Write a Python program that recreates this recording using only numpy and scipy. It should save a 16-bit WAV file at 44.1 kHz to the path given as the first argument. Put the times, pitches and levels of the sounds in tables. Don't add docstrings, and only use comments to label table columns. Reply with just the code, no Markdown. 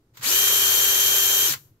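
import sys
import numpy as np
from scipy import signal
from scipy.fft import rfft, irfft
from scipy.io import wavfile
from scipy.ndimage import uniform_filter1d

SR = 44100
rng = np.random.default_rng(int(sys.argv[2]) if len(sys.argv) > 2 else 0)


def unload_wav(signal):
    wavfile.write(
        sys.argv[1],
        SR,
        np.round(np.clip(np.atleast_2d(signal).T, -1, 1) * 32767).astype(np.int16),
    )


N = 79380
T = np.arange(N) / SR
HZ = np.fft.rfftfreq(N, 1 / SR)
MOTOR_HZ, START_S, BRAKE_S = 392.5, .225, 1.4577
CARRIER_RATIO, CHUCK_RATIO = 4.045, 12.135


def amp(db):
    return 10 ** (np.asarray(db) / 20)


def unit(x):
    return x / np.sqrt(np.mean(x ** 2) + 1e-20)


def read(points, hz, column=1):
    table = np.transpose(sorted(map(tuple, points)))
    return np.interp(np.log(hz + 1), np.log(table[0] + 1), table[column])


def drift(rate_hz):
    return unit(irfft(rfft(rng.standard_normal(N)) / (1 + (HZ / rate_hz) ** 4), N))


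def blow(start, rise, decay):
    age = np.maximum(T - start, 0)
    return np.minimum(age / rise, 1) * np.exp(-np.maximum(age - rise, 0) / decay)


# frequency in Hz, correlation from 0 to 1.
STEREO_LIKENESS = [(100, 1), (400, 1), (800, 0.38), (1400, 0), (4000, 0), (16000, 0)]

def colour(pair, spectrum):
    left, other = rfft(pair)
    same = read(STEREO_LIKENESS, HZ)
    right = same * left + np.sqrt(1 - same ** 2) * other
    gain = amp([read(spectrum, HZ), read(spectrum, HZ, column=-1)])
    gain = uniform_filter1d(uniform_filter1d(gain, size=61), size=61)
    return irfft(gain * np.array([left, right]), N) * np.sqrt(SR / 2)


# frequency in Hz, level in dB per Hz.
ROOM_TONE = [(20, -89), (60, -90.5), (125, -87), (200, -96.5), (350, -92.5), (600, -103), (1300, -103),
             (2500, -110), (7000, -112), (10000, -117), (12700, -112), (16000, -118)]

def room_tone():
    return colour(rng.standard_normal((2, N)), ROOM_TONE)


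# frequency in Hz, seconds to fall by 60 dB.
ROOM_DECAY = [(150, 0.9), (1000, 0.21), (3000, 0.33), (7000, .42), (12000, .5)]

def reflections(x, tail_db=-23, early_db=-13.5, early_s=0.015):
    length = SR // 2
    hz, t, bands = signal.stft(rng.standard_normal((2, length)), SR, nperseg=256)
    decay = amp(-60 * t / read(ROOM_DECAY, hz)[:, None])
    tail = signal.istft(bands * decay, SR, nperseg=256)[1][:, :length]
    early = rng.standard_normal((2, length)) * np.exp(-T[:length] / early_s)
    echo = amp(tail_db) * tail / np.linalg.norm(tail[0])
    echo += amp(early_db) * early / np.linalg.norm(early[0])
    return signal.fftconvolve(x, echo, axes=1)[:, :N]


# start in seconds, level in dB, pitch in Hz, decay in seconds.
HAND_BUMPS = [(.115, -56, 120, 0.043), (.19, -43, 125, 0.024), (.225, -45, 118, 0.014),
              (1.497, -38.5, 135, 0.034), (1.555, -44, 111.5, 0.018), (1.605, -51.5, 134.5, 0.056),
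              (1.65, -52.5, 120, 0.023), (1.706, -49.5, 103.6, 0.014)]

def hand_bumps(rise_s=0.01):
    rustle = amp(-19.5) * drift(420)
    return sum(amp(db) * blow(start, rise_s, decay) * (np.sin(2 * np.pi * hz * (T - start)) + rustle)
               for start, db, hz, decay in HAND_BUMPS)


# level in dB, at 1, 2, 3 and 4 times the chuck speed.
CHUCK_SHAKE = [-66.5, -61.5, -54, -56.5]

def chuck_shake(speed, pencil, waver_db=3):
    drone = 0
    for order, db in enumerate(CHUCK_SHAKE, 1):
        waver = amp(waver_db * drift(17))
        drone += amp(db) * unit(waver * np.sin(2 * np.pi * (order * pencil + rng.random())))
    return drone * speed ** 2


# frequency in Hz, level in dB per Hz.
SCUFF_SPECTRUM = [(30, -92), (130, -74.5), (200, -95), (290, -72), (400, -75), (500, -74.5), (600, -68.5),
                  (720, -87.5), (1200, -79.5), (2500, -100)]

def pencil_scuffs(speed, pencil, decay_turns=0.23):
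    scuffs = np.exp(-((pencil + .5) % 1) / decay_turns) * rng.standard_normal((2, N))
    return colour(unit(scuffs) * speed, SCUFF_SPECTRUM) * amp([[-2], [2]])


# start in seconds, relative level in dB, rise and decay
# in seconds.
TOOL_CLICKS = [(0.135, -30, 0.024, 0.046), (0.17, -15.5, .003, 0.011), (.19, -28, .006, 0.041),
               (0.208, -18, 0.0057, 0.013), (0.219, -14.5, 0.0035, .012), (0.239, -6.5, 0.0051, 0.006),
               (1.531, 0, 0.0076, .012), (1.56, -27, 0.0068, .022)]
# frequency in Hz, level in dB per Hz.
CLICK_SPECTRUM = [(100, -75), (300, -71), (700, -74.5), (1100, -62.5), (1700, -62.5), (3000, -66.5),
                  (4300, -65.5), (5500, -69), (7300, -67), (9000, -78.5), (11000, -78), (12800, -66),
                  (16000, -70.5)]

def tool_clicks():
    level = sum(amp(db) * blow(start, rise, decay) for start, db, rise, decay in TOOL_CLICKS)
    return colour(level * rng.standard_normal((2, N)), CLICK_SPECTRUM)


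# frequency in Hz, left and right in dB per Hz.
BLADE_RASP = [(60, -96.5, -76.5), (267, -82, -85.5), (540, -72, -75.5), (650, -74, -74.5),
              (960, -71, -68.5), (1420, -63.5, -66.5), (1830, -65, -62), (2100, -72.5, -74.5),
              (2436, -60, -59.5), (2600, -66, -71.5), (2960, -62.5, -61.5), (3380, -65, -69.5),
              (4220, -60.5, -66.5), (4520, -70, -58), (4820, -67, -77.5), (4870, -65, -76.5),
              (7500, -58.5, -66.5), (8530, -69.5, -66.5), (11500, -64, -67.5), (13700, -66.5, -71),
              (15500, -67.5, -81)]

def blade(speed, pencil, grain_db=-0.25, swell=0.1, fade_db_per_s=-2):
    grains = unit(amp(grain_db * drift(700)) * (1 + swell * np.cos(2 * np.pi * pencil)))
    level = speed ** 0.46 * amp(fade_db_per_s * (T - (START_S + BRAKE_S) / 2))
    return colour(rng.standard_normal((2, N)) * grains * level, BLADE_RASP)


def tone(cycles, levels_db, flutter):
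    return np.array([np.sqrt(2) * amp(db) * (1 + flutter * drift(40))
                     * np.sin(2 * np.pi * (cycles + rng.random())) for db in levels_db])


def tooth_wear(carrier, count=8):
    cycle = np.linspace(0, 1, count * 20)
    pattern = sum(np.exp(2j * np.pi * (k * cycle + rng.random())) / (abs(k) + 2) ** .5
                  for k in range(-count, count + 1) if k)
    return np.interp(carrier % 1, cycle, pattern)


def mesh(cycles, carrier, levels_db, looseness):
    spin = np.exp(2j * np.pi * cycles)
    sides = []
    for db in levels_db:
        uneven = unit((spin * tooth_wear(carrier)).real)
        smear = unit(drift(450) * spin.imag)
        whistle = tone(cycles, [0], flutter=.3)[0]
        sides.append(amp(db) * (whistle + looseness * (.7 * uneven + .35 * smear)))
    return np.array(sides)


MESH_LEVELS = [(-30.5, -41), (-23.3, -47)]
# frequency in Hz, left and right in dB per Hz.
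HOUSING_SPECTRUM = [(1070, -81.5, -87.5), (1660, -64, -72), (2270, -73, -83.5), (3390, -71.5, -59.5),
                    (3850, -61.5, -65), (4800, -72, -75), (6020, -63.5, -54), (6400, -59, -72.5),
                    (7180, -58.5, -60), (8180, -82, -72), (11140, -68, -68), (12160, -52, -74),
                    (12060, -51.5, -60), (13270, -57.5, -64.5), (14200, -68, -64), (16000, -70, -69)]

def gears(speed, turns, teeth=65, backlash_turns=0.00094, repeat_share=.14, throb_depth=.6):
    carrier = turns / CARRIER_RATIO + backlash_turns * drift(17)
    turn_samples = int(SR * CARRIER_RATIO / MOTOR_HZ)
    patterns = irfft(np.exp(2j * np.pi * rng.random((2, turn_samples // 2))), turn_samples * 8)
    cycle = np.linspace(0, 1, turn_samples * 8)
    repeating = unit(np.array([np.interp(carrier % 1, cycle, side) for side in patterns]))
    rattle = np.sqrt(repeat_share) * repeating + np.sqrt(1 - repeat_share) * rng.standard_normal((2, N))
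    beats = np.cos(2 * np.pi * carrier) + np.cos(2 * np.pi * carrier * 3) / 2 + np.cos(2 * np.pi * turns)
    throb = unit(np.exp(throb_depth * beats / 2))
    acceleration = np.gradient(speed, T)
    load = 1 + np.maximum(.19 * acceleration, -.07 * acceleration)
    whistle = mesh(teeth * carrier, carrier, MESH_LEVELS[0], speed ** 3) * speed ** 1.44 * load
    octave = mesh(2 * teeth * carrier, carrier, MESH_LEVELS[1], speed ** 3) * speed ** 7
    return colour(rattle * throb * speed ** 0.87, HOUSING_SPECTRUM) + whistle + octave


def motor_speed(run_up_s=.045, braking_s=0.091, wander=0.0011):
    up = 1 - np.exp(-(np.maximum(T - START_S, 0) / run_up_s) ** 1.3)
    down = 1 - np.clip((T - BRAKE_S) / braking_s, 0, 1) ** 2.1
    return up * down * (1 + wander * drift(12.5))


WHINE_ORDERS = [2, 3, 4, 8, 21]
WHINE_LEVELS = [(-53, -58), (-53, -52), (-46, -51), (-37, -24.3), (-50, -45)]

def motor(speed, turns, pencil, hum_db=(-44.5, -40.5), pulse_turns=0.12, release_s=.03):
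    angle = pencil % 1 - .5
    swell = 0.76 * np.exp(-(angle / pulse_turns) ** 2 / 2)
    pulse = swell * np.sin(2 * np.pi * (turns + 1.6 * angle))
    hum_level = speed * np.tanh((speed / 0.5) ** 4)
    hum = np.sqrt(2) * amp(hum_db)[:, None] * (np.sin(2 * np.pi * turns) + pulse) * hum_level
    whine = sum(tone(order * turns, db, flutter=0.072) for order, db in zip(WHINE_ORDERS, WHINE_LEVELS))
    driven = np.exp(-np.maximum(T - BRAKE_S, 0) / release_s)
    near_full_speed = (1 + np.tanh((speed - 0.931) / 0.028)) / 2
    return hum + whine * driven * near_full_speed


def scene():
    speed = motor_speed()
    turns = np.cumsum(speed) * MOTOR_HZ / SR
    pencil = turns / CHUCK_RATIO
    drill = motor(speed, turns, pencil) + gears(speed, turns) + chuck_shake(speed, pencil) + tool_clicks()
    direct = drill + blade(speed, pencil) + pencil_scuffs(speed, pencil) + hand_bumps()
    return direct + reflections(direct) + room_tone()


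def record(dry):
    gate_hz, threshold_db, deepest_cut_db, edge_hz = 615, -62, 7, 15740
    treble = irfft(rfft(dry) * (1 - 1 / (1 + (HZ / gate_hz) ** 4)), N)
    level_db = 10 * np.log10(abs(uniform_filter1d((treble ** 2).mean(0), size=900)) + 1e-14)
    cut_db = np.clip(1.2 * (threshold_db - level_db), 0, deepest_cut_db)
    gated = dry + treble * (amp(-cut_db) - 1)
    low_pass = signal.firwin(1023, edge_hz, window=("kaiser", 8), fs=SR)
    return signal.oaconvolve(gated, low_pass[None], "same", axes=1)


dry = scene()
out = record(dry)
unload_wav(out)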